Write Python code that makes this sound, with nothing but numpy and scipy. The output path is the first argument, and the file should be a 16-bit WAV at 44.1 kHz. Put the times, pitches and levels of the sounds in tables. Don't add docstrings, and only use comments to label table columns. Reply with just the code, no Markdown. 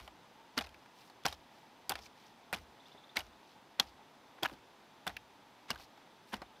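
import sys
import numpy as np
from scipy import signal
from scipy.io import wavfile
from scipy.ndimage import uniform_filter1d

SR = 44100
rng = np.random.default_rng(int(sys.argv[2]) if len(sys.argv) > 2 else 0)


def linear_from_db(decibels):
    return 10 ** (np.asarray(decibels, float) / 20)


def file_out(sig):
    cols = np.atleast_2d(sig).T
    lim = np.clip(cols, -1, 1)
    pcm = np.round(lim * 32767).astype(np.int16)
    wavfile.write(sys.argv[1], SR, pcm)


N = 291060
BURST = 1540


def rms_one(x):
    return x / np.sqrt(np.mean(x ** 2) + 1e-20)


def peak_one(x, size):
    power = uniform_filter1d(x ** 2, size=size, axis=-1)
    return x / np.sqrt(power.max(axis=-1, keepdims=True) + 1e-20)


def band(x, low_hz, high_hz, order=2):
    edges = np.clip([low_hz, high_hz], 10, .45 * SR)
    return signal.sosfilt(signal.butter(order, edges, "band", fs=SR, output="sos"), x)


def resonance(x, hz, width_hz):
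    r = np.exp(-np.pi * width_hz / SR)
    turn = 2 * r * np.cos(2 * np.pi * hz / SR)
    return signal.lfilter([(1 - r * r) / 2, 0, (r * r - 1) / 2], [1, -turn, r * r], x)


def drift(rate):
    r = np.exp(-80 * np.pi * rate / SR)
    slow = signal.lfilter([1], [1, -2 * r, r * r], rng.standard_normal(N // 40 + 2002))[2000:]
    return np.interp(np.arange(N) / 40, np.arange(len(slow)), rms_one(slow))


def add(out, start_s, sound):
    i = max(round(start_s * SR), 0)
    out[i:i + len(sound)] += sound[:max(N - i, 0)]


def puffs(rise_s, fall_s, tail_db, tail_s):
    t = np.arange(BURST) / SR
    fall = np.exp(-t / fall_s[:, None]) + linear_from_db(tail_db) * np.exp(-t / tail_s)
    shape = (1 - np.exp(-t / rise_s)) * fall
    return rng.standard_normal(shape.shape) * shape


# (frequency [Hz], density [dB per Hz])
MURMUR = [(30, -51), (105, -10), (185, -6), (290, -4), (500, -8.5), (700, -5.5), (870, -4), (1250, -10.5),
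          (2800, -15.5), (3900, -17.5), (5600, -23), (7600, -32.5), (14300, -36), (16500, -45)]


def leaves_and_water(patchy_db, shared_db):
    hz, db = np.transpose(MURMUR)
    edges = 40 * 2 ** np.arange(0, 8.8, 1 / 3)
    white = rng.standard_normal((2, N))
    out, together = 0, drift(3)
    for k, (low, high) in enumerate(zip(edges, edges[1:])):
        level_db = np.interp(np.log(low * high) / 2, np.log(hz), db)
        flicker_db = shared_db * together + patchy_db * drift(22)
        out = out + linear_from_db(level_db + flicker_db) * band(white[k % 2], low, high)
    return linear_from_db(-61.58) * rms_one(out)


# (pitch [Hz], width [Hz], level [dB])
WATER_NOTE = (873, 114, -71.5)


def stream():
    hz, width_hz, level_db = WATER_NOTE
    note = resonance(resonance(rng.standard_normal(N), hz, width_hz), hz, width_hz)
    return linear_from_db(level_db + 2 * drift(5)) * rms_one(note)


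def air():
    return linear_from_db(-93.5) * rms_one(band(rng.standard_normal(N), 15, 45))


# (pitch [Hz], width [Hz], level [dB])
STEADY_BAND = (3470, 480, -79)


def steady_band():
    hz, width_hz, level_db = STEADY_BAND
    hush = resonance(resonance(rng.standard_normal(N), hz, width_hz), hz, width_hz)
    return linear_from_db(level_db + drift(3)) * rms_one(hush)


# (time [s], peak [dB])
TRILL_NOTES = [
    (2.7995, -55.5),
    (2.8584, -54),
    (2.9183, -54),
    (2.9776, -54.5),
    (3.039, -54.5),
    (3.0944, -53),
    (3.265, -62),
    (3.33, -62),
    (6.46, -62),
    (6.56, -61),
]
# (time [s], pitch [Hz], level [dB])
CHIRP = [
    (0, 3000, -14),
    (.004, 3450, 0),
    (.009, 3600, -1),
    (.012, 3950, -8),
    (.021, 4250, -17),
]


def bird():
    out, (s, hz, db) = np.zeros(N), np.transpose(CHIRP)
    t = np.arange(round(s[-1] * SR)) / SR
    for (start, peak_db), bend in zip(TRILL_NOTES, rng.normal(1, .01, len(TRILL_NOTES))):
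        phase = 2 * np.pi * np.cumsum(bend * np.interp(t, s, hz)) / SR
        note = linear_from_db(peak_db - 2 + np.interp(t, s, db)) * np.sin(phase)
        add(out, start - .004, note)
        add(out, start + .074, linear_from_db(-31) * note)
    decay = np.arange(12000) / SR
    trees = rng.standard_normal(len(decay)) * linear_from_db(-60 * decay / .4)
    return out * linear_from_db(1.2 * drift(150)) + linear_from_db(-36) * signal.fftconvolve(out, trees)[:N]


# (time [s], length [s], patter [dB], fine dust [dB])
SHOWERS = [(0, 0.088, -68, -75), (0.576, 0.1, -60.5, -82), (0.922, 0.21, -68, -75.5),
           (1.271, 0.096, -58, -72), (1.494, 0.18, -72.5, -84), (1.913, 0.11, -64, -78),
           (1.997, 0.091, -62, -72), (2.135, 0.2, -68, -81), (2.54, 0.12, -71, -78), (2.8, 0.17, -70, -88),
           (3.172, 0.13, -69, -79), (3.394, 0.19, -70, -88), (3.798, 0.13, -66.5, -79),
           (4.456, 0.11, -70, -74.5), (5.076, 0.088, -70, -81), (5.706, 0.06, -73, -77),
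           (5.769, 0.1, -62.5, -70.5), (6.25, 0.12, -69, -74)]


def loose_dirt():
    sizes = linear_from_db(3.4 * np.minimum(rng.exponential(1, N), 5)) * rng.choice([-1, 1], N)
    grains_per_s = 2400 * linear_from_db(4 * drift(60))
    grains = sizes * (rng.random(N) < grains_per_s / SR)
    dealt = rng.integers(0, 12, N)
    rings = 0
    for k, hz in enumerate(np.geomspace(2200, 5900, 12)):
        rings = rings + resonance(grains * (dealt == k) + 1e-18, hz, .12 * hz)
    patter = band(rings, 2000, 6200)
    dust = band(grains + 2 * rng.standard_normal(N) * grains.std(), 6500, 15500, order=3)
    out = np.zeros(N)
    for start, length_s, patter_db, dust_db in SHOWERS:
        span = slice(max(round(start * SR), 0), round((start + length_s) * SR))
        swell = signal.windows.tukey(span.stop - span.start, .7)
        out[span] += swell * linear_from_db(patter_db) * rms_one(patter[span])
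        out[span] += swell * linear_from_db(dust_db) * rms_one(dust[span])
    return out


# (time [s], ground shudder [dB], shudder held [s], first crumb [dB], crumbs fall for [s])
BLOW_EFFECTS = [(-.02, -54, 0.026, -52, 0.037), (.574, -57, 0.079, -45, 0.095),
                (1.253, -55, 0.043, -43.5, .05), (1.893, -60, 0.093, -51, .1),
                (2.526, -58.5, 0.082, -45, .05), (3.165, -59.5, 0.078, -42.5, .04),
                (3.796, -64.5, 0.1, -49.5, .03), (4.428, -65, 0.1, -48.5, .09),
                (5.068, -61, 0.074, -54, 0.033), (5.702, -58, 0.043, -50.5, 0.12),
                (6.333, -60.5, 0.063, -52, 0.033)]


def shudder():
    t, level_db = np.arange(N) / SR, -88
    for s, peak_db, held_s, *_ in BLOW_EFFECTS:
        shape_db = np.interp(t - s, [-.022, 0, held_s, held_s + 1], [-40, .5, 0, -155])
        level_db = np.maximum(level_db, peak_db + shape_db)
    wave = band(resonance(rng.standard_normal(N), 60, 46), 35, 107)
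    even = wave / np.sqrt(uniform_filter1d(wave ** 2, size=2400) + 1e-12)
    return 1.3 * resonance(linear_from_db(level_db - 2.9) * even, 61, 80)


# (time [s], length [s], level, 6 dB above that at the
# end [dB], hiss [Hz])
SCRAPES = [
    (2.005, 0.067, -58, 5170),
    (5.785, .063, -57, 4500),
]


def drags():
    swell_db, width_hz = 3, 1500
    out = np.zeros(N)
    grit = rng.standard_normal(N) * linear_from_db(3 * drift(200))
    for s, length_s, level_db, hz in SCRAPES:
        t = np.arange(round(length_s * SR)) / SR
        rub = resonance(grit[round(s * SR):][:len(t)], hz, width_hz)
        rub = resonance(rub, hz, 2 * width_hz)
        swell = linear_from_db(level_db - swell_db * (3 - t / length_s)) * np.minimum(t / .014, 1)
        add(out, s, swell * rms_one(rub))
    return out


# (time [s], peak [dB], pitch [Hz], second pitch [Hz])
STONES = [
    (.7457, -52.5, 2490, 1500),
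    (2.0646, -50.5, 2300, 5000),
    (4.4585, -27.5, 1630, 844),
    (4.464, -33.5, 1550, 3000),
    (5.169, -38, 2590, 1720),
    (5.7608, -47, 1650, 1000),
]


def knocks():
    width_hz = 220
    out = np.zeros(N)
    touches = puffs(.002, np.full(len(STONES), .002), -34, .007)
    for touch, (s, peak_db, hz, second_hz) in zip(touches, STONES):
        ring = resonance(touch, hz, width_hz) - .67 * resonance(touch, second_hz, width_hz)
        dry_contact = linear_from_db(-18) * band(touch, 410, 4000)
        grit = linear_from_db(-30) * band(touch, 7300, 14400)
        add(out, s - .003, linear_from_db(peak_db) * peak_one(ring + dry_contact + grit, size=80))
    return out


# (time [s], peak [dB], pitch [Hz], time to fall 60 dB [s])
BLADE_STOPS = [(0.574, -32.5, 231, 0.078), (1.252, -36, 138, 0.058), (1.897, -41, 350, 0.19),
               (2.525, -43.5, 161, 0.24), (3.164, -41.5, 262, 0.12), (3.798, -41.5, 211, 0.099),
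               (4.425, -36, 260, 0.13), (4.517, -46, 276, 0.098), (5.064, -42.5, 173, 0.13),
               (5.704, -42.5, 240, 0.12), (6.333, -37.5, 204, 0.1), (6.419, -42, 500, 0.018),
               (2.949, -49, 425, 0.03)]


def thuds():
    out, t = np.zeros(N), np.arange(6000) / SR
    noise = rng.standard_normal((len(BLADE_STOPS), len(t)))
    for push, (s, peak_db, hz, t60) in zip(noise, BLADE_STOPS):
        push = push * (1 - np.exp(-t / .002)) * linear_from_db(-60 * t / t60)
        low = band(push, 130, max(370, 1.5 * hz))
        add(out, s - .002, linear_from_db(peak_db - 5) * peak_one(low + resonance(low, hz, 54), size=300))
    return out


# (time of the bite [s], lead [s], level at the bite [dB], brightness [Hz])
GRINDS = [
    (0.58, 0.0079, -35.5, 3000),
    (1.2567, 0.0067, -32, 2500),
    (3.1702, 0.013, -35.5, 4000),
    (3.798, 0.0071, -40, 1780),
    (4.4315, .006, -37, 3020),
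    (5.068, .003, -42, 2500),
    (5.705, 0.022, -48, 3470),
    (6.336, .015, -44, 2500),
]


def entries():
    out, t = np.zeros(N), np.arange(BURST) / SR
    noises = rng.standard_normal((len(GRINDS), BURST))
    for noise, (s, lead_s, level_db, top_hz) in zip(noises, GRINDS):
        swell = linear_from_db(np.interp(t, [0, lead_s, lead_s + .004], [-9.5, 0, -40]))
        add(out, s - lead_s, linear_from_db(level_db) * swell * rms_one(band(noise, 500, top_hz)))
    return out


def breaks(rows, length_s, ring_share, tail_db, click):
    out = np.zeros(N)
    snaps = puffs(.0003, length_s, tail_db, .007)
    snaps[:, 12] += click
    pushes = puffs(.00049, .003 + .78 * length_s, tail_db + 9.5, .013)
    pushes[:, 24] += 1.18 * click
    body = band(pushes, 480, 1800)
    body = peak_one(body + 1.3 * resonance(body, 785, 120), size=160)
    grit = band(puffs(.0001, .61 * length_s, tail_db + 5, .007), 7600, 13800)
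    grit = peak_one(grit, size=60)
    port = signal.butter(4, 6600, fs=SR, output="sos")
    for k, (s, crack_db, ring_hz, body_db, grit_db, *_) in enumerate(rows):
        wide = resonance(snaps[k], 1.22 * ring_hz, 1.21 * ring_hz)
        wide = signal.sosfilt(port, resonance(wide, 1630, 3970))
        ring = resonance(wide, ring_hz, .059 * ring_hz)
        add(out, s - .0009, linear_from_db(crack_db + .36) * peak_one(ring_share * ring + wide, size=50))
        add(out, s - .0018, linear_from_db(body_db + 1) * body[k])
        add(out, s - .0009, linear_from_db(grit_db - 5) * grit[k])
    return out


def crumbs(count):
    delay_s, fade_db, scatter_db = .016, -13, .5
    lowest_hz, octaves = 1500, 1.86
    s, _, _, first_db, fall_s = np.transpose(BLOW_EFFECTS)[:, :, None]
    chances = rng.random((len(BLOW_EFFECTS), count, 5))
    place, pitch, size, body, grit = np.moveaxis(chances, -1, 0)
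    late = (np.arange(count) + place) / count
    crack_db = first_db + fade_db * late + scatter_db * (2 * size - 1)
    body_db = crack_db - 3 + 2 * scatter_db * (2 * body - 1)
    grit_db = crack_db - 6.5 + 2 * scatter_db * (2 * grit - 1)
    rows = [s + delay_s + late * fall_s, crack_db, lowest_hz * 2 ** (octaves * pitch), body_db, grit_db]
    return np.reshape(rows, (len(rows), -1)).T.tolist()


# (time [s], crack [dB], ring [Hz], earthy body [dB])
LANDINGS = [(0.0782, -48, 3000, -50.5), (0.57, -51, 2930, -52), (0.67, -51, 2600, -63),
            (0.62, -53, 3270, -63), (.8605, -60, 1590, -59), (1.1, -57, 4310, -60),
            (1.3269, -42, 3700, -48), (1.3328, -52, 4100, -67), (1.9556, -39, 2400, -43),
            (1.9838, -59, 3360, -56), (1.9903, -49.5, 2330, -52.5), (0.692, -56.5, 3200, -75),
            (0.61, -43.5, 3640, -57), (2.5608, -50, 1590, -54), (2.8834, -58, 2910, -70),
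            (3.2057, -41.5, 2900, -63), (1.2373, -54.5, 3500, -72), (3.1956, -42.5, 3600, -65),
            (4.384, -73, 1490, -55), (4.4971, -69, 1510, -52), (4.537, -56, 3100, -60),
            (5.0951, -48, 1640, -46.5), (5.1026, -56, 1850, -55), (2.5697, -57, 2900, -64),
            (5.7322, -55, 3360, -55), (5.7413, -60, 2370, -55), (6.3676, -55, 5700, -55),
            (5.7984, -65, 2410, -54), (5.976, -62, 1700, -59.5), (6.4195, -51, 4300, -46)]


def pebbles_and_crumbs():
    rows = [(*row, row[1] - 8) for row in LANDINGS] + crumbs(count=7)
    return breaks(rows, np.full(len(rows), .0016), ring_share=2.2, tail_db=-17, click=4)


# (time [s], crack [dB], ring [Hz], earthy body [dB], grit [dB])
EDGE_BITES = [
    (0.5783, -29, 4700, -32.5, -37),
    (1.2559, -28.5, 3350, -32.5, -34.5),
    (1.8952, -30.5, 4840, -41.5, -25.5),
    (2.5291, -34.5, 1440, -35.5, -35.5),
    (3.1703, -24.5, 2200, -36.5, -32.5),
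    (3.7987, -16.5, 3380, -33.5, -26.5),
    (4.433, -27.5, 3290, -32.5, -31),
    (5.0687, -36.5, 1466, -40.5, -40),
    (5.7054, -30, 4840, -34, -35.5),
    (6.337, -45, 1640, -36, -64),
]
# (time [s], crack [dB], ring [Hz], earthy body [dB], grit [dB])
BURSTING_CLODS = [(0.5837, -43, 1630, -37, -40), (0.589, -28.5, 2900, -50, -41),
                  (0.6111, -39.5, 2350, -40.5, -49), (1.264, -24.5, 5420, -30.5, -34.5),
                  (1.2834, -40, 3160, -53, -41), (1.9, -36.5, 2350, -42, -34),
                  (1.9111, -42, 1700, -38, -43), (1.9204, -35.5, 3280, -36, -41),
                  (2.5349, -35.5, 2090, -42.5, -39.5), (2.54, -37.5, 2410, -45, -53),
                  (2.5452, -38, 2970, -49, -43), (3.186, -51, 3200, -64, -50),
                  (3.1759, -44, 1720, -51, -60), (3.1916, -42.5, 4950, -50, -41),
                  (4.4391, -41, 4820, -44, -60), (4.4441, -40, 1510, -44, -46),
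                  (4.4514, -38, 3080, -31.5, -58), (1.277, -41, 2570, -53, -51),
                  (1.9064, -46, 2110, -39, -54), (5.0735, -36.5, 1510, -39, -54),
                  (5.0777, -33, 3500, -39.5, -39), (5.713, -32.5, 2880, -53, -51),
                  (6.3316, -51, 3150, -51, -47), (6.342, -37.5, 2920, -71, -43.5)]


def bites_and_clods():
    bite_s, clod_cycles = .0024, 8
    length_s = [bite_s] * len(EDGE_BITES) + [clod_cycles / row[2] for row in BURSTING_CLODS]
    return breaks(EDGE_BITES + BURSTING_CLODS, np.array(length_s), ring_share=3.5, tail_db=-21, click=5)


def scene():
    far = leaves_and_water(patchy_db=.6, shared_db=.15) + stream() + air() + steady_band() + bird()
    ground = loose_dirt() + shudder() + thuds()
    blade = drags() + knocks() + entries()
    mono = far + ground + blade + pebbles_and_crumbs() + bites_and_clods()
    return np.array([mono, mono])


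def band_limit(x):
    return signal.sosfilt(signal.butter(12, 16680, fs=SR, output="sos"), x)


def record(dry):
    rounded = .27 * np.tanh(dry / .27)
    noisy = rounded + linear_from_db(-78) * band(rng.standard_normal(dry.shape), 3600, 16000, order=1)
    mix = signal.sosfilt(signal.cheby2(10, 60, 16800, fs=SR, output="sos"), noisy)
    return band_limit(mix)


dry = scene()
out = record(dry)
file_out(out)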